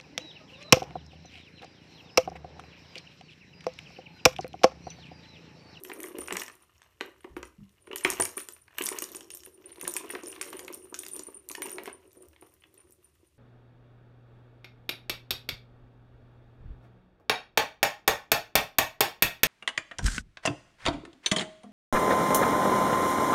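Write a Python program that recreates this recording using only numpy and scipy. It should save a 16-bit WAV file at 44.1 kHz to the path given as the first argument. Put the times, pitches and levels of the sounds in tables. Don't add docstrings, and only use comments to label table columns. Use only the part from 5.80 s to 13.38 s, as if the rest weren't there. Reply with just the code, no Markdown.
import sys
import numpy as np
from scipy import signal
from scipy.fft import rfft, irfft, next_fast_len
from scipy.io import wavfile
from scipy.ndimage import uniform_filter1d, map_coordinates

SR = 44100
rng = np.random.default_rng(int(sys.argv[2]) if len(sys.argv) > 2 else 0)


def generate_wav(sig):
    pcm = np.round(np.clip(np.atleast_2d(sig).T, -1, 1) * 32767).astype(np.int16)
    wavfile.write(sys.argv[1], SR, pcm)


N = 334278

# start_s [s], base_db [dB], rattle_db [dB], pitch_hz [Hz]
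TRAVEL = [(0.0, -57.5, -67.5, 362), (0.44, -50, -54.5, 399), (0.55, -47.5, -83, 354),
          (0.67, -65.5, -67, 396), (0.97, -86, -70.5, 363), (1.48, -82, -70, 392), (1.81, -94, -76, 350),
          (2.13, -68, -73.5, 393), (2.26, -62, -46, 324), (2.38, -59, -48.5, 376), (2.81, -83, -85, 360),
          (3.02, -75, -47.5, 380), (3.17, -56.5, -52.5, 385), (3.74, -65.5, -82.5, 328),
          (3.88, -64, -61.5, 351), (4.2, -52.5, -55.5, 323), (4.77, -55, -57.5, 403),
          (5.0, -56.5, -71, 328), (5.36, -58, -63.5, 332), (5.51, -63, -62.5, 330), (5.74, -63, -82, 364),
          (5.87, -45.5, -47, 333), (5.97, -50, -73, 358), (6.16, -64.5, -74.5, 387),
          (7.24, -76, -77.5, 350), (7.58, -83, -84.5, 350)]
# start_s [s], level_db [dB], centre_hz [Hz]
SHELL_TICKS = [(0.0362, -24, 11300), (0.136, -28, 10800), (0.204, -28.5, 10400), (0.232, -25, 10400),
               (0.2508, -43, 12700), (0.285, -33, 12300), (0.3853, -27, 10100), (0.416, -32, 10400),
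               (0.4756, -28, 7800), (0.5252, -20.5, 7800), (0.537, -38, 7100), (0.5685, -15.5, 7700),
               (0.617, -26, 9200), (0.6347, -29, 8750), (0.681, -33.5, 7800), (0.717, -44, 7200),
               (1.019, -44.5, 6900), (1.2094, -31, 5400), (1.57, -41, 11300), (1.6288, -35.5, 7800),
               (1.652, -47, 7400), (2.1591, -19, 9400), (2.182, -28, 7460), (2.209, -28.5, 9200),
               (2.2473, -19, 7500), (2.3022, -9, 8540), (2.3185, -24.5, 7760), (2.3354, -24.5, 7100),
               (2.4, -13, 8700), (2.423, -16.5, 7900), (2.431, -30, 8700), (2.453, -15, 8150),
               (2.568, -33, 9600), (2.5788, -21.5, 11200), (2.603, -25.5, 12500), (2.6868, -25.5, 8440),
               (2.7239, -32, 12100), (2.9836, -15.5, 10500), (3.0216, -19, 9200), (3.0385, -21, 9650),
               (3.0538, -22, 10100), (3.059, -14, 10700), (3.0661, -16.5, 6800), (3.0727, -24.5, 7660),
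               (3.0768, -36, 10600), (3.0883, -17, 9300), (3.1038, -36, 8500), (3.169, -32, 11200),
               (3.1872, -17, 8100), (3.2218, -19.5, 11200), (3.2401, -22.5, 7550), (3.26, -36, 7600),
               (3.318, -30, 10200), (3.3491, -26.5, 8600), (3.3669, -25.5, 9200), (3.4076, -32.5, 7150),
               (3.5041, -26.5, 8100), (3.549, -27, 11200), (3.5717, -29, 10500), (3.635, -31.5, 7900),
               (3.6617, -30.5, 12400), (4.0126, -23.5, 9400), (4.042, -29.5, 8100), (4.0776, -15, 8530),
               (4.1388, -19, 10200), (4.1654, -16.5, 9000), (4.2926, -33, 10300), (4.311, -26, 12400),
               (4.4349, -29.5, 8040), (4.4598, -31.5, 6700), (4.484, -31.5, 9200), (4.5177, -32, 7200),
               (4.613, -17, 7700), (4.627, -32.5, 8900), (4.7028, -32, 9000), (4.73, -32, 9400),
               (4.7929, -28, 8400), (4.848, -32.5, 9000), (4.879, -34, 9150), (4.927, -33, 11600),
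               (4.9458, -27, 10300), (5.143, -20.5, 7140), (5.1894, -19.5, 8600), (5.2338, -32, 11700),
               (5.2512, -32.5, 7100), (5.2645, -28.5, 7900), (5.284, -26.5, 10300), (5.364, -31, 8700),
               (5.393, -27, 7650), (5.6886, -22, 9600), (5.7148, -23.5, 8900), (5.7518, -23, 7600),
               (5.8204, -16.5, 9200), (5.858, -25, 9400), (5.895, -30, 9700), (5.917, -25, 10800),
               (6.035, -33, 11800), (6.058, -30, 9200), (6.317, -48.5, 6900), (6.3305, -43, 12700),
               (6.4257, -45.5, 9100), (6.485, -39.5, 12250), (6.612, -45.5, 11100), (6.6685, -48, 11100),
               (6.7393, -45, 11500), (6.9416, -43, 11800), (7.108, -43.5, 10530), (7.123, -42, 11400)]
# start_s [s], level_db [dB], centre_hz [Hz]
WALL_KNOCKS = [(0.0488, -34.5, 1980), (0.0992, -28.5, 1180), (0.1171, -26, 2220), (0.2019, -36, 2230),
               (0.2389, -32, 1900), (0.3865, -37, 2260), (0.4835, -25, 1800), (0.5072, -21.5, 1760),
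               (0.5236, -19.5, 2000), (0.5546, -25.5, 1730), (0.5684, -20.5, 2370), (0.617, -22.5, 2040),
               (0.6808, -32, 2150), (0.6978, -35, 2090), (1.0186, -45.5, 1930), (1.0296, -48, 2930),
               (1.2046, -34.5, 2340), (1.2094, -19, 2130), (1.407, -48.5, 1880), (1.4436, -35.5, 1400),
               (1.5658, -29, 1240), (1.6295, -29.5, 1830), (1.6511, -46, 1810), (2.0718, -42, 1640),
               (2.1137, -31, 1650), (2.1306, -27.5, 1900), (2.16, -26, 2940), (2.2084, -36, 3000),
               (2.2491, -6, 2080), (2.4013, -16.5, 1270), (2.4224, -23.5, 2330), (2.4543, -29, 1900),
               (2.579, -25.5, 2000), (2.6039, -35, 1870), (2.6867, -34, 2870), (2.7646, -41, 1500),
               (2.8799, -45.5, 1800), (2.9848, -18.5, 1960), (3.0124, -20, 2740), (3.0869, -26.5, 2620),
               (3.1253, -29, 1810), (3.1448, -45, 2100), (3.1847, -31, 2730), (3.2212, -26.5, 2230),
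               (3.3475, -35, 1570), (3.4084, -37.5, 2260), (3.5043, -36, 2610), (3.5344, -45, 3000),
               (3.6341, -44, 2990), (3.6616, -43.5, 2690), (3.8427, -47.5, 2730), (3.9045, -46, 2930),
               (3.9818, -45, 1490), (4.0124, -35, 2640), (4.0514, -29.5, 2270), (4.0731, -27.5, 1760),
               (4.1654, -24, 2410), (4.301, -28.5, 2500), (4.351, -25, 1430), (4.5625, -34.5, 2350),
               (4.6122, -23, 2130), (4.6274, -31.5, 2500), (4.7288, -30, 1220), (4.793, -32.5, 2680),
               (4.8807, -30.5, 2500), (5.1425, -29.5, 2880), (5.234, -32, 2270), (5.2639, -38, 2790),
               (5.3627, -52, 2450), (5.3948, -51, 2430), (5.6989, -35, 1810), (5.7498, -26, 2670),
               (5.8197, -24.5, 2240), (5.8646, -31.5, 1770), (5.9836, -22.5, 1510), (6.0571, -32, 2230),
               (6.0766, -27, 1225), (6.084, -33, 1195), (6.0964, -34, 1260), (6.5311, -51, 2360),
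               (6.5622, -46, 2200), (6.6238, -45, 1230), (6.8209, -50, 2460), (6.8374, -44, 2620),
               (6.9754, -53, 2720)]
# start_s [s], level_db [dB]
BELL_STROKES = [(0.1316, -41), (0.5242, -43), (0.5681, -39), (0.617, -36), (1.4087, -54), (1.5663, -56),
                (1.6526, -49), (2.159, -29.5), (2.2363, -28.5), (2.3017, -26), (2.4079, -13),
                (2.5701, -25.5), (2.6868, -41), (2.7347, -39), (3.037, -27), (3.054, -33), (3.0879, -29),
                (3.2231, -30), (3.3578, -32.5), (3.5154, -36.5), (3.5384, -33), (3.6506, -39),
                (3.8586, -35.5), (3.9185, -38.5), (4.0253, -31), (4.0776, -21), (4.0951, -28),
                (4.1684, -23.5), (4.3036, -27.5), (4.4687, -34), (4.5211, -40), (4.6164, -26),
                (4.768, -33.5), (4.9402, -30.5), (5.1893, -29), (5.221, -36), (5.3138, -34),
                (5.3627, -30.5), (5.434, -34), (5.4685, -31.5), (5.5448, -34), (5.5678, -38),
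                (5.6965, -32.5), (5.8264, -27), (5.9045, -34), (5.9284, -30.5), (6.1285, -36),
                (6.4213, -45.5), (6.6109, -48), (6.9784, -45.5), (7.0035, -48), (7.1227, -49),
                (7.2429, -49)]
# pitch_hz [Hz], level_db [dB, relative], t60_s [s]
BASE_MODES = [(316.3, -8.5, 0.073), (369.4, -3, 0.071), (444.6, -6, 0.04), (562.4, -16, 0.21)]
# pitch_hz [Hz], level_db [dB, relative], t60_s [s]
WALL_MODES = [(704, -3.5, 0.029), (979, -3.5, 0.024), (1135, -6.5, 0.026), (1294, -0.5, 0.0079),
              (1596, -2.5, 0.013), (1896, -4.5, 0.022), (2150, 4.5, 0.0092), (2402, 1, 0.011),
              (2790, 4.5, 0.0088), (2880, -10.5, 0.021), (3253, -6.5, 0.012), (3947, 0.5, 0.0046),
              (4350, -12, 0.014)]
# pitch_hz [Hz], level_db [dB, relative], t60_s [s]
SHELL_MODES = [(3593, 5, 0.0072), (4330, -9, 0.0039), (5743, -4.5, 0.0068), (6377, -11, 0.0034),
               (6830, -9.5, 0.01), (8310, -7.5, 0.0061), (9313, -12.5, 0.0058), (12000, -16.5, 0.0046),
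               (11580, -1.5, 0.0036), (13260, -6, 0.0056), (14600, -7, 0.0061)]
# pitch_hz [Hz], level_db [dB, relative], t60_s [s]
BELL_MODES = [(9206, -10.5, 0.075), (9180, -14, 0.039), (9380, -4.5, 0.023), (10270, -21.5, 0.026)]


def amp(db):
    return 10 ** (np.asarray(db) / 20)


def unit(x):
    return x / np.sqrt(np.mean(x ** 2) + 1e-20)


def peak_one(blows):
    return blows / np.abs(blows).max(axis=1, keepdims=True)


def along(points, hz):
    f, v = np.transpose(points)
    return np.interp(np.log(hz + 1), np.log(f + 1), v)


def curves(rows):
    s, *columns = np.transpose(rows)
    return [np.interp(np.arange(N) / SR, s, c) for c in columns]


def wobble(rate):
    return map_coordinates(rng.standard_normal(N // 100), [np.arange(N) * rate / SR])


def filtered(x, response):
    m = next_fast_len(N + 8192)
    return irfft(rfft(x, m) * response(np.fft.rfftfreq(m, 1 / SR)), m)[..., :N]


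def ring(modes, centre_hz, focus_db, scatter_db, detune, rise):
    t = np.arange(SR // 10) / SR
    centre_hz = np.asarray(centre_hz)[:, None]
    chance = rng.standard_normal((len(centre_hz), len(modes), 3, 1))
    blows = 0
    for k, (hz, db, t60) in enumerate(modes):
        level_db = db - focus_db * np.log2(hz / centre_hz) ** 2 + scatter_db * chance[:, k, 0]
        tuned_hz = hz * (1 + detune * chance[:, k, 1])
        blows = blows + amp(level_db - 60 * t / t60) * np.sin(2 * np.pi * tuned_hz * t + chance[:, k, 2])
    return peak_one(blows * (1 - np.exp(-t / rise)))


def struck(times, db, blows):
    at = np.round(np.asarray(times) * SR).astype(int)[:, None] + np.arange(blows.shape[1])
    return np.bincount(at.ravel(), (amp(db)[:, None] * blows).ravel(), N + SR)[:N]


def bumps(rate, spread_db):
    draw = rng.random((2, N))
    return (draw[0] < rate / SR) * amp(-spread_db * np.log(draw[1] + 0.0084))


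def rubbed(modes, centre_hz, focus_db, detune, rate, spread_db, smooth, roam_db):
    force = []
    for place in range(6):
        presence = amp(roam_db * wobble(12))
        rub = unit(bumps(rate, spread_db)) + smooth * rng.standard_normal(N)
        force.append(presence * rub)
    centres_hz = centre_hz * (1 + detune) ** np.linspace(-6, 6, len(force))
    blows = ring(modes, centres_hz, focus_db, scatter_db=8.5, detune=detune, rise=0.00008)
    return unit(signal.fftconvolve(force, blows, axes=1)[:, :N].sum(axis=0))


def with_settling(roll_db, rows, under_db):
    settle_s = 0.046
    s, db = np.transpose(rows)[:2]
    t = np.arange(SR // 2) / SR
    fade = np.tile(10 ** (-t / settle_s), (len(s), 1))
    chatter_power = struck(s, 2 * (db + under_db), fade)
    return np.sqrt(amp(2 * roll_db) + chatter_power)


def gritty(blows, depth, seconds):
    width = max(round(seconds * SR), 1)
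    tremor = unit(uniform_filter1d(rng.standard_normal(blows.shape), width, axis=1))
    return peak_one(blows * (1 + depth * tremor))


def cracked(blows):
    crack_db, crack_s, crack_hz = -3.5, 0.002, 4450
    t = np.arange(blows.shape[1]) / SR
    noise = signal.lfilter(*signal.butter(4, crack_hz, fs=SR), rng.standard_normal(blows.shape))
    return blows + amp(crack_db - 60 * t / crack_s) * unit(noise)


def hush():
    # [dB per Hz, relative]
    spectrum = [(15, -38), (28, -15), (76, 9.5), (140, -2), (225, -11), (500, -16.5), (1200, -27.5),
                (2000, -21), (6900, -23), (11800, -25), (15200, -29), (16400, -31)]
    level = amp(-71 + 0.37 * wobble(0.97))
    noise = filtered(rng.standard_normal(N), lambda hz: amp(along(spectrum, hz)))
    return level * unit(noise)


def room(x):
    # pitch_hz [Hz], t60_s [s]
    decay = [(300, 0.4), (2000, 0.29), (10000, 0.21)]
    out, step = np.zeros(N + 2 * SR), SR // 4
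    for start in range(0, N, step):
        hz, t, z = signal.stft(rng.standard_normal(SR // 2), SR, nperseg=256)
        fade = amp(-60 * t / along(decay, hz)[:, None])
        tail = signal.istft(z * fade, SR, nperseg=256)[1]
        answer = signal.fftconvolve(x[start:start + step], tail / np.linalg.norm(tail))
        out[start + 200:][:len(answer)] += answer
    return out[:N]


def paw():
    # start_s [s], level_db [dB], centre_hz [Hz], decay_s [s]
    thumps = [(0.37, -53, 96.9, 0.03), (0.519, -41, 197, 0.011), (1.489, -47, 99, 0.072),
              (1.778, -39.5, 152, 0.031), (2.236, -65, 215, 0.027), (2.385, -41.5, 188, 0.016),
              (3.02, -49, 210, 0.022), (4.028, -47.5, 161, 0.022), (6.456, -59, 69.7, 0.022)]
    # pitch_hz [Hz], level_db [dB, relative], t60_s [s]
    floor_modes = [(65, -3.5, .12), (91.5, -8.5, 0.31), (143, 2.5, 0.024), (171, -5, 0.16)]
    s, level_db, hz, decay_s = np.transpose(thumps)
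    t = np.arange(SR // 4) / SR
    swell = np.tanh(t / 0.027) * np.exp(-t / decay_s[:, None])
    boards = ring(floor_modes, hz, focus_db=15.0, scatter_db=4.5, detune=0.17, rise=0.0029)
    shake = signal.fftconvolve(swell * rng.standard_normal((len(s), len(t))), boards, axes=1)
    return struck(s, level_db - 0.3, peak_one(shake))


def base_rumble():
    base_db, _, pitch_hz = curves(TRAVEL)
    lumps = np.tanh(wobble(35) / 2) * 2
    high = np.clip((pitch_hz - 330) / 75, 0, 1)
    deep = rubbed(BASE_MODES, centre_hz=332, focus_db=90, detune=0.012,
                  rate=23, spread_db=3, smooth=0.9, roam_db=1.0)
    tight = rubbed(BASE_MODES, centre_hz=410, focus_db=89.5, detune=0.0075,
                   rate=24, spread_db=3, smooth=1.0, roam_db=3.0)
    base = np.sqrt(1 - high) * deep + np.sqrt(high) * tight
    trough = rubbed(WALL_MODES, centre_hz=938, focus_db=57.5, detune=0.0089,
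                    rate=15, spread_db=1.5, smooth=0.32, roam_db=0)
    return amp(base_db + 2.0 + 5.0 * lumps) * base + amp(base_db - 20.0 + 10.3 * lumps) * trough


def rattle():
    rattle_db = curves(TRAVEL)[1]
    wall_gain = with_settling(rattle_db - 2, WALL_KNOCKS, under_db=-30.5)
    shell_db = -59.5 + 0.92 * (rattle_db + 60) - 9.5
    shell_gain = with_settling(shell_db, SHELL_TICKS, under_db=-29.5)
    grit = amp(3 * wobble(45))
    wall = rubbed(WALL_MODES, centre_hz=1900, focus_db=10.5, detune=0.07,
                  rate=70, spread_db=4, smooth=0.05, roam_db=2.5)
    shell = rubbed(SHELL_MODES, centre_hz=8500, focus_db=9, detune=0.07,
                   rate=50, spread_db=3.5, smooth=0.15, roam_db=2.5)
    return grit * (wall_gain * wall + shell_gain * shell)


def bell_jingle():
    base_db = curves(TRAVEL)[0]
    bell_db = -59 + 0.88 * (base_db + 61.5) - 8
    gain = with_settling(bell_db, BELL_STROKES, under_db=-26.5)
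    metal = rubbed(BELL_MODES, centre_hz=9300, focus_db=1.5, detune=0.0026,
                   rate=28, spread_db=1.5, smooth=0.38, roam_db=9.5)
    pellet = rubbed(SHELL_MODES, centre_hz=11500, focus_db=61.5, detune=0.02,
                    rate=37, spread_db=-2.0, smooth=0.1, roam_db=7.5)
    return gain * (metal + amp(-12) * pellet)


def patter():
    ticks = rubbed(WALL_MODES + SHELL_MODES, centre_hz=4200, focus_db=2.5, detune=0.046,
                   rate=34, spread_db=3.5, smooth=0.02, roam_db=7)
    return amp(curves(TRAVEL)[1] - 8.5) * ticks


def rolling():
    toy_parts = base_rumble() + rattle()
    jingle = bell_jingle()
    toy_parts = toy_parts + patter()
    return toy_parts + amp(6.9 * wobble(40)) * jingle


def bell_tinkles():
    s, level_db = np.transpose(BELL_STROKES)
    centres_hz = np.full(len(s), 9300)
    tinkle = ring(BELL_MODES, centres_hz, focus_db=-1.0, scatter_db=-3.0, detune=0.003, rise=0.00043)
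    return struck(s, level_db, tinkle)


def base_booms():
    # start_s [s], base_db [dB], trough_db [dB]
    jolts = [(0.096, -37, -44), (0.116, -35, -47), (0.239, -33.5, -43), (0.347, -32, -45),
             (0.388, -27.5, -41.5), (0.52, -32.5, -32.5), (1.211, -29, -47), (1.279, -45, -59),
             (1.446, -36.5, -48), (1.473, -47, -49), (1.567, -28.5, -42), (1.63, -38, -44),
             (2.077, -41.5, -66), (2.106, -33.5, -52), (2.132, -30.5, -37), (2.25, -19.5, -24),
             (2.334, -37, -40), (2.398, -21.5, -25), (2.423, -44, -49), (2.449, -40, -44),
             (2.571, -35, -36.5), (2.688, -44.5, -52), (2.983, -39.5, -43), (3.008, -26, -31),
             (3.116, -30.5, -34.5), (3.145, -35, -38), (3.223, -33.5, -57), (3.349, -39, -53.5),
             (3.672, -43, -57), (3.982, -43, -54.5), (4.031, -34.5, -38.5), (4.078, -34, -33.5),
             (4.155, -35.5, -40), (4.206, -39, -41.5), (4.241, -34.5, -39), (4.337, -31, -37),
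             (4.355, -30.5, -36), (4.434, -35.5, -42.5), (4.61, -38, -46), (4.742, -36, -50),
             (4.901, -37.5, -42), (5.125, -36, -42), (5.366, -40, -51), (5.395, -36.5, -45),
             (5.485, -36.5, -44), (5.707, -38.5, -39.5), (5.78, -38, -39), (5.855, -35.5, -36),
             (5.984, -36, -45), (6.075, -30.5, -44), (6.37, -44, -71), (6.406, -46, -82),
             (6.624, -42, -49.5), (6.94, -54.5, -68), (7.097, -53, -70), (7.431, -54.5, -76)]
    s, base_db, trough_db = np.transpose(jolts)
    pitch_hz = curves(TRAVEL)[-1][np.round(s * SR).astype(int)]
    boom = ring(BASE_MODES, pitch_hz, focus_db=27.5, scatter_db=-1.0, detune=0.028, rise=0.00076)
    trough = ring(WALL_MODES, np.full(len(s), 1000), focus_db=39.5, scatter_db=3, detune=0.025, rise=0.002)
    return struck(s, base_db, boom) + struck(s, trough_db, trough)


def wall_knocks():
    s, level_db, hz = np.transpose(WALL_KNOCKS)
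    knock = ring(WALL_MODES, hz, focus_db=7.5, scatter_db=4.0, detune=0.057, rise=0.00084)
    return struck(s, level_db, cracked(gritty(knock, depth=0.74, seconds=0.0015)))


def shell_ticks():
    s, level_db, hz = np.transpose(SHELL_TICKS)
    tick = ring(SHELL_MODES, hz, focus_db=26.5, scatter_db=3, detune=0.038, rise=0.0003)
    return struck(s, level_db, gritty(tick, depth=0.98, seconds=0.0003))


def scene():
    sources = rolling() + shell_ticks() + wall_knocks() + base_booms() + bell_tinkles()
    toy = filtered(sources, lambda hz: 1 / (1 + (170 / (hz + 1)) ** 4))
    return (toy + paw() + amp(-9) * room(toy) + hush())[None]


def record(dry):
    edge_hz, top_hz = 15400, 16494

    def response(hz):
        drop = 1 / (1 + np.exp(np.clip((edge_hz - hz) / 90, -50, 50)))
        return amp(-22 * drop) * (hz < top_hz)

    return filtered(dry, response)


dry = scene()
out = record(dry)
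generate_wav(out)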